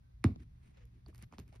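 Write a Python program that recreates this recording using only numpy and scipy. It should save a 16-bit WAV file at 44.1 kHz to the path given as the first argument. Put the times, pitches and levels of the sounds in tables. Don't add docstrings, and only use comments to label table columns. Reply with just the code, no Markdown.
import sys
import numpy as np
from scipy import signal
from scipy.fft import rfft, irfft
from scipy.io import wavfile
from scipy.ndimage import uniform_filter1d

SR = 44100
rng = np.random.default_rng(int(sys.argv[2]) if len(sys.argv) > 2 else 0)


def store_wav(level_fs):
    pcm = np.round(np.clip(np.atleast_2d(level_fs), -1, 1) * 32767)
    wavfile.write(sys.argv[1], SR, pcm.T.astype(np.int16))


def boost(x):
    u = np.asarray(x, float) / 20
    return 10 ** u


N = 70560
HZ = np.fft.rfftfreq(N, 1 / SR)
TIME = np.arange(N) / SR
TICK_LAG = .6


def evened(x):
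    return x / np.sqrt(np.mean(x ** 2) + 1e-20)


def read(points, hz):
    f, value = np.transpose(points)
    return np.interp(np.log(hz + 1), np.log(f + 1), value)


def bump(hz, width):
    return np.exp(-((HZ - hz) / (width / 1.23)) ** 2)


def resonances(table):
    return sum(boost(db) * bump(hz, width) for hz, width, db in table)


def coloured(x, gain):
    return irfft(rfft(x) * gain, N)


def noise():
    return rng.standard_normal(N)


def impulse(s):
    return 1. * (np.arange(N) == round(s * SR))


def swell(s, spread):
    return np.exp(-.5 * ((TIME - s) / spread) ** 2)


def sliding(from_hz, to_hz, db, s, spread):
    hz = np.interp(TIME, [s - spread * 1.5, s + spread], [from_hz, to_hz])
    waver = 1 + .4 * evened(uniform_filter1d(noise(), 500))
    return boost(db) * waver * np.sin(2 * np.pi * np.cumsum(hz) / SR) * swell(s, spread)


def bending(x, share=1):
    lag_s = share * .0235 * (np.maximum(HZ, 85) / 100) ** -.95
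    return coloured(x, np.exp(-2j * np.pi * np.cumsum(lag_s) * SR / N))


def dull_top():
    return boost(-14 * (HZ > 13200))


def pair(mid, side):
    mid = coloured(mid, dull_top() * boost(-14 * bump(7600, 1300)))
    side = coloured(side, boost(-10 * bump(11000, 1500) - 8 * bump(5300, 400)))
    return np.array([mid + side, mid - side])


# f/Hz, width/Hz, level/dB
HUM_TONES = [
    (58.76, 13, -59),
    (118.8, 9.1, -64),
]


def hum():
    return sum(boost(db) * evened(coloured(noise(), bump(hz, width))) for hz, width, db in HUM_TONES)


def whine():
    return sliding(1548, 1548, -85, .08, .03)


# f/Hz, level/dB per Hz
AIR_MID_TONE = [(12, -48), (20, -1.5), (113, 5.5), (310, -24.5), (499, -34), (2200, -38.5), (2990, -44.5),
                (3340, -39.5), (16000, -51.5)]
# f/Hz, level/dB per Hz
AIR_SIDE_TONE = [(12, -9), (20, -13.5), (168, -0.5), (527, -14.5), (1060, -16), (1570, -23.5),
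                 (5230, -30.5), (7110, -35), (16000, -46)]
# t/s, level/dB
RUMBLE_SWELL = [(0, -4), (.045, -3.5), (.095, -5.5), (.2, 1.5), (.45, 4.5), (.72, -2), (.755, -10),
                (.8, -2.5), (1, -2), (1.27, 4.5), (1.31, -18.5), (1.35, -2), (1.585, 1.5), (1.6, 4)]


def air():
    mid = boost(-61.5) * evened(coloured(noise(), boost(read(AIR_MID_TONE, HZ))))
    side = boost(-74.5) * evened(coloured(noise(), boost(read(AIR_SIDE_TONE, HZ))))
    low = coloured(mid, bump(0, 300))
    rumble = (low + hum()) * boost(np.interp(TIME, *np.transpose(RUMBLE_SWELL)))
    return pair(mid - low + rumble + whine(), side)


# f/Hz, level/dB, t/s, spread/s
WALL_PINGS = [(4550, -59, 1.063, .0009), (2300, -66, .2335, .0005), (660, -60, 1.528, .002),
              (560, -62, 1.545, .002), (1300, -68, 1.315, .0005), (2200, -50, .252, .0006),
              (1700, -52, .248, .0007), (215, -46.5, 1.3893, .005), (215, -41, .308, .009),
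              (2200, -65, 1.528, .0008), (2400, -68, 1.479, .0006), (2350, -60, 1.326, .0008),
              (620, -66, 1.097, .004), (330, -56, 1.09, .005), (1150, -67, 1.13, .001),
              (1100, -68, 1.085, .0006), (1000, -66, 1.545, .001), (400, -62, 1.088, .003),
              (680, -61, 1.066, .002), (2200, -72, .786, .001), (2050, -74, .767, .001),
              (450, -63, 1.1, .003), (820, -66, 1.533, .0015), (400, -64, 1.56, .003),
              (1900, -64, 1.346, .0008)]


def pings():
    return sum(boost(db) * np.sin(2 * np.pi * hz * (TIME - s)) * swell(s, spread)
               for hz, db, s, spread in WALL_PINGS)


# f/Hz, width/Hz, level/dB
WALL_MODES = [(92, 30.7, -3), (112.5, 38, -1), (218.8, 51, -7.5), (287.7, 81.3, -7.5), (427, 57, -22),
              (700, 420, -30.5), (1198, 250, -30), (2096, 820, -30), (3680, 360, -41.5), (4820, 1200, -40),
              (6600, 1800, -48), (8850, 2160, -42), (12300, 1900, -64), (15200, 1200, -44)]


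def thump():
    hit_s, crack_hz, crack_t60 = .2407, 5600, .006
    flap_hz, flap_width, flap_s = 225, 70, .002
    gain = resonances(WALL_MODES)
    gain = gain * np.exp(-2j * np.pi * HZ * .0033 * (HZ < 165))
    flap_lag = flap_s * np.cumsum(bump(flap_hz, flap_width)[::-1])[::-1]
    gain = gain * np.exp(2j * np.pi * flap_lag * SR / N)
    after = TIME - hit_s
    crack = noise() * (after >= 0) * boost(-60 * np.clip(after, 0, 1) / crack_t60)
    crack = crack / np.linalg.norm(crack)
    high = 1 / (1 + (crack_hz / (HZ + 1)) ** 8)
    blow = coloured(impulse(hit_s), gain * (1 - high))
    wave = bending(blow + coloured(crack, gain * high))
    wave = wave * np.clip(after / .001, 0, 1)
    return -boost(-17) * wave / abs(wave).max()


# f/Hz, phase/rad
PORT_LEAD = [(300, 0), (650, 1.2), (1400, -.1), (2500, .4), (3200, 1.5), (4600, -.1), (7500, 3),
             (11200, 6.3), (16000, 10.6)]
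# f/Hz, level/dB
PORT_LEVEL = [(200, -.5), (450, 0), (700, -5), (1250, -10), (2000, -1), (3200, -1), (4500, -7), (5600, -1),
              (14000, -1)]


def ports(x):
    phase = np.interp(HZ, *np.transpose(PORT_LEAD))
    half = np.exp(.5j * phase) * boost(read(PORT_LEVEL, HZ) / 2)
    return np.array([coloured(x, half), coloured(x, 1 / half)])


# f/Hz, t60/s
RING_T60 = [(70, .3), (120, 0.36), (250, 0.27), (600, 0.19), (1500, 0.22), (4000, 0.26), (10000, 0.3)]
# f/Hz, level/dB
RING_COLOUR = [(60, -2.5), (120, 1.5), (200, 6.5), (280, 2), (560, 12.5), (2000, -4), (4000, 4),
               (10000, -8.5), (13000, 9), (14500, -15)]
# f/Hz, level/dB
RING_WIDTH = [(60, -31.5), (200, -30), (380, -11), (700, 1), (2400, 2.5), (4400, -3), (9000, -0.5),
              (10500, -26), (13300, -29), (14500, 2), (15600, -15)]


def ring(x):
    hz, t, z = signal.stft(rng.standard_normal((2, SR)), SR, nperseg=256)
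    z = z * boost(read(RING_COLOUR, hz)[:, None] - 60 * t / read(RING_T60, hz)[:, None])
    flutter = boost(7.5 - 60 * t / .079)
    z = z * (1 + flutter * (hz > 1200)[:, None])
    width = np.array([1 + 0 * hz, boost(read(RING_WIDTH, hz))])
    tail = signal.istft(z * width[:, :, None], SR, nperseg=256)[1]
    tail = tail * np.clip((np.arange(tail.shape[1]) / SR - .003) / .0014, 0, 1)
    tail = tail / np.linalg.norm(tail[0])
    return pair(*signal.fftconvolve(x[None], tail, axes=1)[:, :N])


# t/s, level/dB
BODY_KNOCKS = [
    (0.359, -37),
    (.715, -55),
]


def jolts():
    drive = sum(boost(db) * impulse(s) for s, db in BODY_KNOCKS)
    gain = bump(250, 710) + .039 * bump(2500, 5000)
    side = bending(coloured(drive, gain / gain.mean()), TICK_LAG)
    return np.array([side, -side])


# t/s, peak level/dB, thud level/dB, knock level/dB, snap level/dB
CLAW_TICKS = [(0.361, -63, -29, -20, -33), (0.402, -72.5, 8, -47.5, -29), (0.772, -59.5, -28.5, -32, -31),
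              (0.854, -75.5, -18, -18, -2), (1.062, -61, -17, -2.5, -46), (1.084, -62.5, -18, -16, -14.5),
              (1.147, -56, -31, -22, -12.5), (1.158, -65.5, -17, -16, -6), (1.18, -67, 2, -10.5, -1),
              (1.19, -67.5, 4, -3.5, -9), (1.196, -84.5, -5, -19, -8), (1.233, -65, -27, -7, -36),
              (1.239, -86, -18, -4, -36), (1.225, -48.5, -5, -15.5, -12), (1.325, -58.5, -5, 5, -26),
              (1.336, -69, 7, 13.5, -50), (1.3832, -48.5, -3, -3.5, -22.5), (1.391, -46.5, 2, -40, -21.5),
              (1.398, -51.5, -2, -14, -15.5), (1.4792, -65.5, -7, -22, -16.5),
              (1.527, -63.5, -11, -25, -29.5), (1.553, -69, -19, 2, -13), (1.559, -68, -4, 0, -8)]
# f/Hz, width/Hz, level/dB
TICK_PARTS = [
    (280, 260, 17),
    (920, 650, 20),
    (9900, 6000, 25),
    (3200, 4500, 12),
]


def ticks():
    size, t60 = 300, .005
    t = np.arange(size) / SR
    bursts = rng.standard_normal((len(CLAW_TICKS), size)) * boost(-60 * t / t60)
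    out = np.zeros(N)
    for k, (hz, width, part_db) in enumerate(TICK_PARTS):
        drive = np.zeros(N)
        for (s, peak_db, *own_db), burst in zip(CLAW_TICKS, bursts):
            at = round(s * SR)
            db = peak_db + (own_db[k] if k < 3 else 0)
            strike = burst / np.linalg.norm(burst) if k > 1 else t == 0
            drive[at:at + size] += boost(db) * strike
        out += boost(part_db) * coloured(drive, evened(bump(hz, width)))
    return bending(coloured(out, dull_top()), TICK_LAG)


# f/Hz, level/dB per Hz
RUB_MID_TONE = [(88, -32), (150, -1), (524, -33), (675, -25), (2020, -26.5), (6020, -32), (7180, -30),
                (10200, -37.5), (16000, -55.5)]
# f/Hz, level/dB per Hz
RUB_SIDE_TONE = [(88, -31), (150, 17.5), (1720, -15.5), (2650, -13), (5360, -21.5), (8730, -13.5),
                 (11000, -44), (13200, -37.5), (16000, -33)]
# middle t/s, spread/s, level/dB, low rub level/dB, fur hiss against level/dB
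PAW_STROKES = [(0.397, 0.0077, -84, -67.5, -13), (0.419, 0.013, -75.5, -52.5, 2.5),
               (0.57, 0.064, -95, -75, 1.5), (0.673, 0.03, -79.5, -67.5, 4.5),
               (0.751, 0.011, -81.5, -73.5, -25), (0.781, 0.011, -73, -70, -14),
               (0.82, 0.014, -75.5, -70, -17.5), (0.872, 0.017, -91, -72.5, -5),
               (0.962, 0.03, -90, -65, 2.5), (1.091, 0.016, -76, -56, 2), (1.157, 0.013, -79.5, -64.5, 7.5),
               (1.192, 0.0088, -76.5, -67, 7), (1.219, 0.0071, -72.5, -65, 2.5),
               (1.235, 0.007, -65.5, -58.5, -4), (1.34, 0.012, -72, -54.5, -1),
               (1.406, 0.017, -74.5, -52.5, -0.5), (1.492, 0.014, -81.5, -59, 5),
               (1.534, .007, -75, -67, 1), (1.562, 0.011, -73.5, -68, -0.5)]
# f/Hz, width/Hz, level/dB
WALL_FLEX = [
    (71, 40.6, 9),
    (204.5, 123, 2.5),
    (395, 81, -10.5),
]


def rub_tone(points):
    gain = boost(read(points, HZ) + 7 * bump(2200, 1000)) * (HZ > 400)
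    band = (HZ > 1000) & (HZ < 6000)
    return gain / np.sqrt(np.mean((gain * band) ** 2))


def brush():
    rest_db, grains_per_s, grain_db, fur_hz = -96, 2000, 1.5, 7600
    flicker = boost(1.6 * evened(uniform_filter1d(noise(), 400)))
    size = boost(grain_db * np.minimum(rng.exponential(1, (2, N)), 3))
    size = size * (rng.random((2, N)) < grains_per_s / SR)
    grains = (size + .5) * rng.standard_normal((2, N))
    level, hiss, low = boost(rest_db), boost(rest_db), 0
    for s, spread, db, low_db, fur_db in PAW_STROKES:
        stroke = swell(s, spread)
        level = level + boost(db) * stroke
        hiss = hiss + boost(db + fur_db) * stroke
        low = low + boost(low_db) * stroke
    flex = low * evened(coloured(noise(), resonances(WALL_FLEX)))
    rubs = []
    for grain, points in zip(grains, (RUB_MID_TONE, RUB_SIDE_TONE)):
        grain, tone = flicker * evened(grain), rub_tone(points)
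        pads = coloured(level * grain, tone * (HZ < fur_hz))
        fur = coloured(hiss * grain, tone * (HZ >= fur_hz))
        rubs.append(pads + fur)
    return pair(flex + rubs[0], boost(-2.5) * rubs[1])


# from f/Hz, to f/Hz, level/dB, t/s, spread/s
CARD_CREAKS = [
    (560, 530, -75, .78, .007),
    (505, 465, -73, .832, .02),
]


def creaks():
    return pair(sum(sliding(*row) for row in CARD_CREAKS), np.zeros(N))


def scene():
    blow = thump()
    claws = ticks() + pings()
    tail = ring(boost(-12.5) * blow + boost(-16) * claws)
    return air() + ports(blow + claws) + tail + jolts() + brush() + creaks()


def band_limit(x):
    return signal.sosfilt(signal.butter(12, 16800, fs=SR, output="sos"), x)


def record(dry):
    return band_limit(dry)


dry = scene()
out = record(dry)
store_wav(out)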